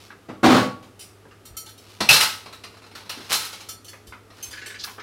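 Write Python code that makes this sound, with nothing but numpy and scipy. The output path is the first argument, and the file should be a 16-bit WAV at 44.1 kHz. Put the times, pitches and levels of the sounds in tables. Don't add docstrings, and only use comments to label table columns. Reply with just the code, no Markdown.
import sys
import numpy as np
from scipy import signal
from scipy.fft import rfft, irfft, next_fast_len
from scipy.io import wavfile

SR = 44100
rng = np.random.default_rng(int(sys.argv[2]) if len(sys.argv) > 2 else 0)


def master_out(mix):
    frames = np.transpose(np.atleast_2d(mix))
    ceiling = np.clip(frames, -1, 1)
    pcm = np.round(ceiling * 32767).astype(np.int16)
    wavfile.write(sys.argv[1], SR, pcm)


N = 221528

# pitch_hz [Hz], density_db [dB per Hz]
CLATTER_COLOUR = [(40, -33), (70, -15.5), (130, -12), (250, -13.5), (650, -10), (900, -6), (1350, -4),
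                  (1800, -7), (2600, -5), (4000, -4), (5500, -7), (7500, -14.5), (10800, -15),
                  (15500, -23.5)]
# pitch_hz [Hz], density_db [dB per Hz]
SPOON_COLOUR = [(300, -24), (1200, -11.5), (2200, -3.5), (4700, 5), (7000, 2.5), (10000, 4), (15500, -3.5)]
# time to fade by 60 dB, below and above 6 kHz [s]
ROOM_T60_S = (0.43, 0.38)
RING_S = .7
AGE = np.arange(next_fast_len(int(RING_S * SR), True)) / SR


def from_db(db):
    return 10 ** (np.asarray(db) / 20)


def rms_one(x):
    return x / np.sqrt(np.mean(x ** 2) + 1e-20)


def at_hz(points, hz):
    table_hz, value = np.transpose(points)
    return np.interp(np.log(hz), np.log(table_hz), value)


def fade(t, t60):
    return np.exp(-np.log(1000) * t / t60)


def add(out, s, sound):
    i = max(0, round(s * SR))
    out[i:i + len(sound)] += sound[:N - i]


def coloured(drive, colour):
    size = next_fast_len(N, True)
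    hz = np.fft.rfftfreq(size, 1 / SR) + 1
    spectrum = rfft(drive, size) * from_db(at_hz(colour, hz))
    return rms_one(irfft(spectrum, size)[:N])


def scattered(hz, t60, scatter):
    knots = np.arange(0, RING_S, .025)
    random_path = rng.standard_normal((len(knots), 2)) @ [1, 1j]
    wander = 1 + scatter * np.interp(AGE, knots, random_path)
    decay = fade(AGE, t60)
    same_energy = np.linalg.norm(decay) / np.linalg.norm(decay * wander)
    return decay * wander * np.exp(2j * np.pi * hz * AGE) * same_energy


def blows(rows, colour, modes, ring_db, rise_s, body_t60, room_db, scatter, patchy_db):
    out = np.zeros(N)
    hz = np.fft.rfftfreq(len(AGE), 1 / SR) + 1
    octaves = np.log2(np.maximum(hz, 250) / 1000)
    spectrum = from_db(at_hz(colour, hz))
    treble = hz ** 2 / (hz ** 2 + 6000 ** 2)

    far = from_db(room_db) * (1 - np.exp(-AGE / 0.0041))
    low_decay, high_decay = (np.hypot(fade(AGE, body_t60), far * fade(AGE, t60)) for t60 in ROOM_T60_S)

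    rings = [from_db(db) * scattered(mode_hz, t60, scatter) for mode_hz, db, t60 in modes]
    rings = np.array(rings).reshape(-1, len(AGE))
    rise = 1 - np.exp(-AGE / rise_s)
    partials = np.arange(0, SR / 2, 110)

    for s, level_db, tilt_db in rows:
        patches = patchy_db * np.interp(hz, partials, rng.standard_normal(len(partials)))
        random_phase = np.exp(2j * np.pi * rng.random(len(hz)))
        dense = spectrum * from_db(tilt_db * octaves + patches) * random_phase
        low = irfft(dense * (1 - treble), len(AGE))
        high = irfft(dense * treble, len(AGE))
        sound = (low * low_decay + high * high_decay) / np.std(low + high)
        mode_phase = np.exp(2j * np.pi * rng.random(len(modes)))
        sound += from_db(ring_db) * np.real(mode_phase @ rings)
        add(out, s, from_db(level_db) * sound * rise)
    return out


def rattle(rows, gap_s, loss_db, jitter):
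    contacts = []
    for s, level_db, tilt_db, count in rows:
        for k in range(round(count)):
            late = gap_s * (k + jitter * rng.uniform(-1, 1) * (k > 0))
            weaker_db = loss_db * (k / count) ** 2
            contacts.append((s + late, level_db - weaker_db, tilt_db))
    return contacts


def strokes(rows):
    t = np.arange(N) / SR
    swell = 0.29
    return sum(from_db(db) * np.interp((t - s) / length, [0, swell, 1], [0, 1, 0])
               for s, length, db in rows)


def refrigerator():
    # pitch_hz [Hz], density_db [dB per Hz]
    air_colour = [(15, -40), (25, -18.5), (96, -2.5), (129, -13), (178, -7), (433, -4), (509, -10),
                  (871, -14.5), (1080, -19), (1200, -10.5), (1570, -18.5), (2920, -21.5), (6730, -29),
                  (11800, -31), (15500, -40)]
    hum_hz, hum_db, air_db = 102, -57, -53.5
    hum = np.sqrt(2) * np.sin(2 * np.pi * hum_hz * np.arange(N) / SR)
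    air = coloured(rng.standard_normal(N), air_colour)
    return from_db(hum_db) * hum + from_db(air_db) * air


def bumps(t60, width):
    # start_s [s], level_db [dB], pitch_hz [Hz]
    soft_knocks = [(1.497, -42.5, 59.7), (2.102, -29.5, 125), (3.171, -37.5, 294.3), (4.073, -39.5, 67),
                   (4.44, -43, 65.1)]
    out = np.zeros(N)
    for s, level_db, hz in soft_knocks:
        body = signal.butter(2, [hz / (1 + width), hz * (1 + width)], "band", fs=SR, output="sos")
        boom = rms_one(signal.sosfilt(body, rng.standard_normal(len(AGE))))
        rise = 1 - np.exp(-AGE / 0.003)
        add(out, s, from_db(level_db) * boom * fade(AGE, t60) * rise)
    return out


def taps():
    # start_s [s], level_db [dB], brightness_db [dB per octave]
    contacts = [(.103, -40, 0), (1.252, -47.5, -9), (1.31, -48, 4), (3.932, -42.5, -1), (4.123, -36.5, 1),
                (4.383, -48, -5), (4.84, -38.5, 3), (4.873, -36.5, 1), (4.98, -37, -3.5), (4.997, -37.5, 6)]
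    # pitch_hz [Hz], density_db [dB per Hz]
    colour = [(50, -45), (200, -8.5), (600, -5), (1200, 4), (2000, -1), (3200, -11.5), (6000, -24.5),
              (15000, -75)]
    return blows(contacts, colour, [], ring_db=0, rise_s=0.00079, body_t60=0.2,
                 room_db=-12.5, scatter=0, patchy_db=4.5)


def slide(catches_per_s, grain_db, room_db):
    # start_s [s], length_s [s], level_db [dB]
    pulls = [(-.06, 0.21, -50), (1.79, 0.37, -51.5), (3.07, 0.65, -48), (3.26, 0.54, -50.5),
             (3.292, 0.087, -23), (3.39, 0.11, -37.5), (4.3, 0.5, -49), (4.79, 0.23, -46)]
    catches = (rng.random(N) < catches_per_s / SR) * rng.standard_normal(N)
    sizes = from_db(grain_db * np.minimum(rng.exponential(1, N), 4))
    direct = strokes(pulls) * coloured(catches * sizes, CLATTER_COLOUR)
    room = rng.standard_normal(len(AGE)) * fade(AGE, np.mean(ROOM_T60_S))
    echoes = signal.fftconvolve(direct, room / np.linalg.norm(room))[:N]
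    return direct + from_db(room_db) * echoes


def squeal():
    # start_s [s], length_s [s], level_db [dB]
    drags = [(4.785, 0.071, -35.5), (4.835, 0.02, -30)]
    band = signal.butter(2, (3440, 5570), "band", fs=SR, output="sos")
    return strokes(drags) * rms_one(signal.sosfilt(band, rng.standard_normal(N)))


def plate_rim():
    # pitch_hz [Hz], density_db [dB per Hz]
    colour = [(900, -14.5), (1350, -3), (1750, 1.5), (2300, 0.5), (3000, -2.5), (7000, -15), (12000, -46)]
    # pitch_hz [Hz], level_db [dB], t60_s [s]
    modes = [(1500, -6, .2), (1690, -4, .2), (1760, -4, .18), (1930, -7, .15), (2150, -8, .15)]
    start_s, slip_s, level_db = 4.528, .0425, -37.5
    slips = [(start_s + k * slip_s, level_db, 0) for k in range(6)]
    return blows(slips, colour, modes, ring_db=0.5, rise_s=0.0041, body_t60=0.22,
                 room_db=-24, scatter=0.86, patchy_db=4.5)


def forks():
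    # start_s [s], level_db [dB], brightness_db [dB per octave], contacts [count]
    brushes = [(.992, -42, -2, 3.4), (1.66, -43, -6, 1), (1.777, -48.5, -1.5, 1.02), (3.844, -45, -2, 0.95),
               (3.88, -41.5, -3, 1.22), (4.068, -47.5, -3.5, 1.1), (4.426, -33.5, 1, 1.48),
               (4.51, -39, -6, 1), (4.66, -37, -4, 1)]
    # pitch_hz [Hz], level_db [dB], t60_s [s]
    modes = [(2810, -14, .15), (3055, -7, .16), (4400, -13, .2), (5300, -13, .22), (5900, -13, .22),
             (7500, -13, .18), (9350, -11, .18), (11150, -13, .2), (12400, -16, .15)]
    ticks = rattle(brushes, gap_s=0.013, loss_db=17.5, jitter=.2)
    return blows(ticks, SPOON_COLOUR, modes, ring_db=1, rise_s=0.0019, body_t60=0.19,
                 room_db=-3.5, scatter=1.0, patchy_db=7.0)


def spoon():
    # start_s [s], level_db [dB], brightness_db [dB per octave]
    clinks = [(1.452, -45, -2), (1.567, -33, 1.5), (1.69, -49, -2), (3.687, -34.5, -4)]
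    # pitch_hz [Hz], level_db [dB], t60_s [s]
    modes = [(1308, -12, .4), (2130, -20, .25), (3104, -12, .2), (4262, -12, .22), (4375, -9, .28),
             (5725, -6, .25), (7285, -9, .22), (9082, -7, .2), (10000, -13, .18), (10960, -10, .22),
             (12390, -13, .22), (13135, -7, .2), (14110, -11, .16)]
    return blows(clinks, SPOON_COLOUR, modes, ring_db=3, rise_s=0.0023, body_t60=0.23,
                 room_db=-14.5, scatter=0.5, patchy_db=5)


def drawer():
    # start_s [s], level_db [dB], brightness_db [dB per octave], contacts [count]
    bangs = [(.286, -33.5, -1.5, 1), (.430, -16.5, 0.5, 1.1), (.439, -12, 0.4, 3.9), (.499, -14, 1, 6.67),
             (.825, -48, 4, 1)]
    # pitch_hz [Hz], density_db [dB per Hz]
    colour = [(30, -35), (60, -17), (120, -12), (160, -5.5), (230, -2), (400, -3.5), (750, -7),
              (1350, -8.5), (1800, -15.5), (4000, -21), (7000, -32), (15000, -46)]
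    # pitch_hz [Hz], level_db [dB], t60_s [s]
    modes = [(126, -11, .55), (201, -5, .45), (248, -5, .45), (261, -5, .45), (316, -7, .42),
             (485, -15, .45), (511, -14, .5), (602, -13, .5), (771, -12, .4), (871, -14, .4),
             (1122, -14, .4), (1400, -16, .45)]
    knocks = rattle(bangs, gap_s=.021, loss_db=20, jitter=.25)
    return blows(knocks, colour, modes, ring_db=-1.5, rise_s=0.0028, body_t60=0.3,
                 room_db=-12.5, scatter=0.53, patchy_db=2.5)


def clang():
    # start_s [s], level_db [dB], brightness_db [dB per octave]
    landings = [(2.089, -11.5, 6), (2.100, -24, -4.5)]
    # pitch_hz [Hz], level_db [dB], t60_s [s]
    modes = [(2490, -5, .1), (2582, 0, .14), (2668, -2, .14), (2790, -4, .11), (5650, -13, .09),
             (5920, -13, .1)]
    return blows(landings, CLATTER_COLOUR, modes, ring_db=5.5, rise_s=.0012, body_t60=0.031,
                 room_db=-9.0, scatter=.3, patchy_db=6)


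def rummage(count):
    start_s, end_s = 2.72, 3.27
    first_db, growth_db, spread_db, tilt_db = -50, 8, 1, -3
    progress = (np.arange(count) + rng.random(count)) / count
    times = start_s + (end_s - start_s) * progress
    levels = first_db + growth_db * progress + spread_db * rng.standard_normal(count)
    return [(s, db, tilt_db) for s, db in zip(times, levels)]


def clatter():
    # start_s [s], level_db [dB], brightness_db [dB per octave], contacts [count]
    falls = [(2.004, -18, -3, 1), (2.089, -10, 1, 4.7), (2.205, -13.5, 1, 1.53), (2.458, -37.5, -4, 1),
             (2.526, -38.5, -1, 1), (2.636, -36.5, -1.5, 1), (2.951, -36.5, -.5, 1.014), (3.093, -28, 0, 1),
             (3.324, -18, 3.5, 1.8), (3.405, -37, 1.5, 1.01), (3.447, -33, 4, 1),
             (3.528, -34.5, -0.5, 0.92), (3.604, -39.5, 0.5, 1), (4.301, -47.5, -4.5, 1),
             (4.838, -33, 8, 1)]
    # pitch_hz [Hz], level_db [dB], t60_s [s]
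    modes = [(877, -20, .4), (1297, -16, .5), (1922, -22, .45), (2337, -19, .35), (2665, -16, .4),
             (3762, -18, .3), (3955, -17, .3), (4015, -14, .35), (4140, -15, .33), (4168, -11, .38),
             (4595, -20, .35), (5174, -17, .36), (5440, -20, .3), (6078, -24, .3), (8312, -25, .3),
             (8683, -23, .3), (11175, -21, .33)]
    contacts = rattle(falls, gap_s=.018, loss_db=11.5, jitter=.2) + rummage(count=16)
    return blows(contacts, CLATTER_COLOUR, modes, ring_db=-2.5, rise_s=0.0018, body_t60=0.13,
                 room_db=-5, scatter=0.47, patchy_db=4.0)


def scene():
    mono = refrigerator() + bumps(t60=0.24, width=0.29) + taps()
    mono += slide(catches_per_s=2500, grain_db=-0.5, room_db=-6.5) + squeal()
    mono += plate_rim() + forks() + spoon()
    mono += drawer() + clang() + clatter()
    return np.stack([mono, mono])


def record(dry):
    rounded = 1.186 * np.tanh(dry / 1.106)
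    top_cut = signal.ellip(12, .1, 80, 15800, fs=SR, output="sos")
    return signal.sosfilt(top_cut, rounded)


dry = scene()
out = record(dry)
master_out(out)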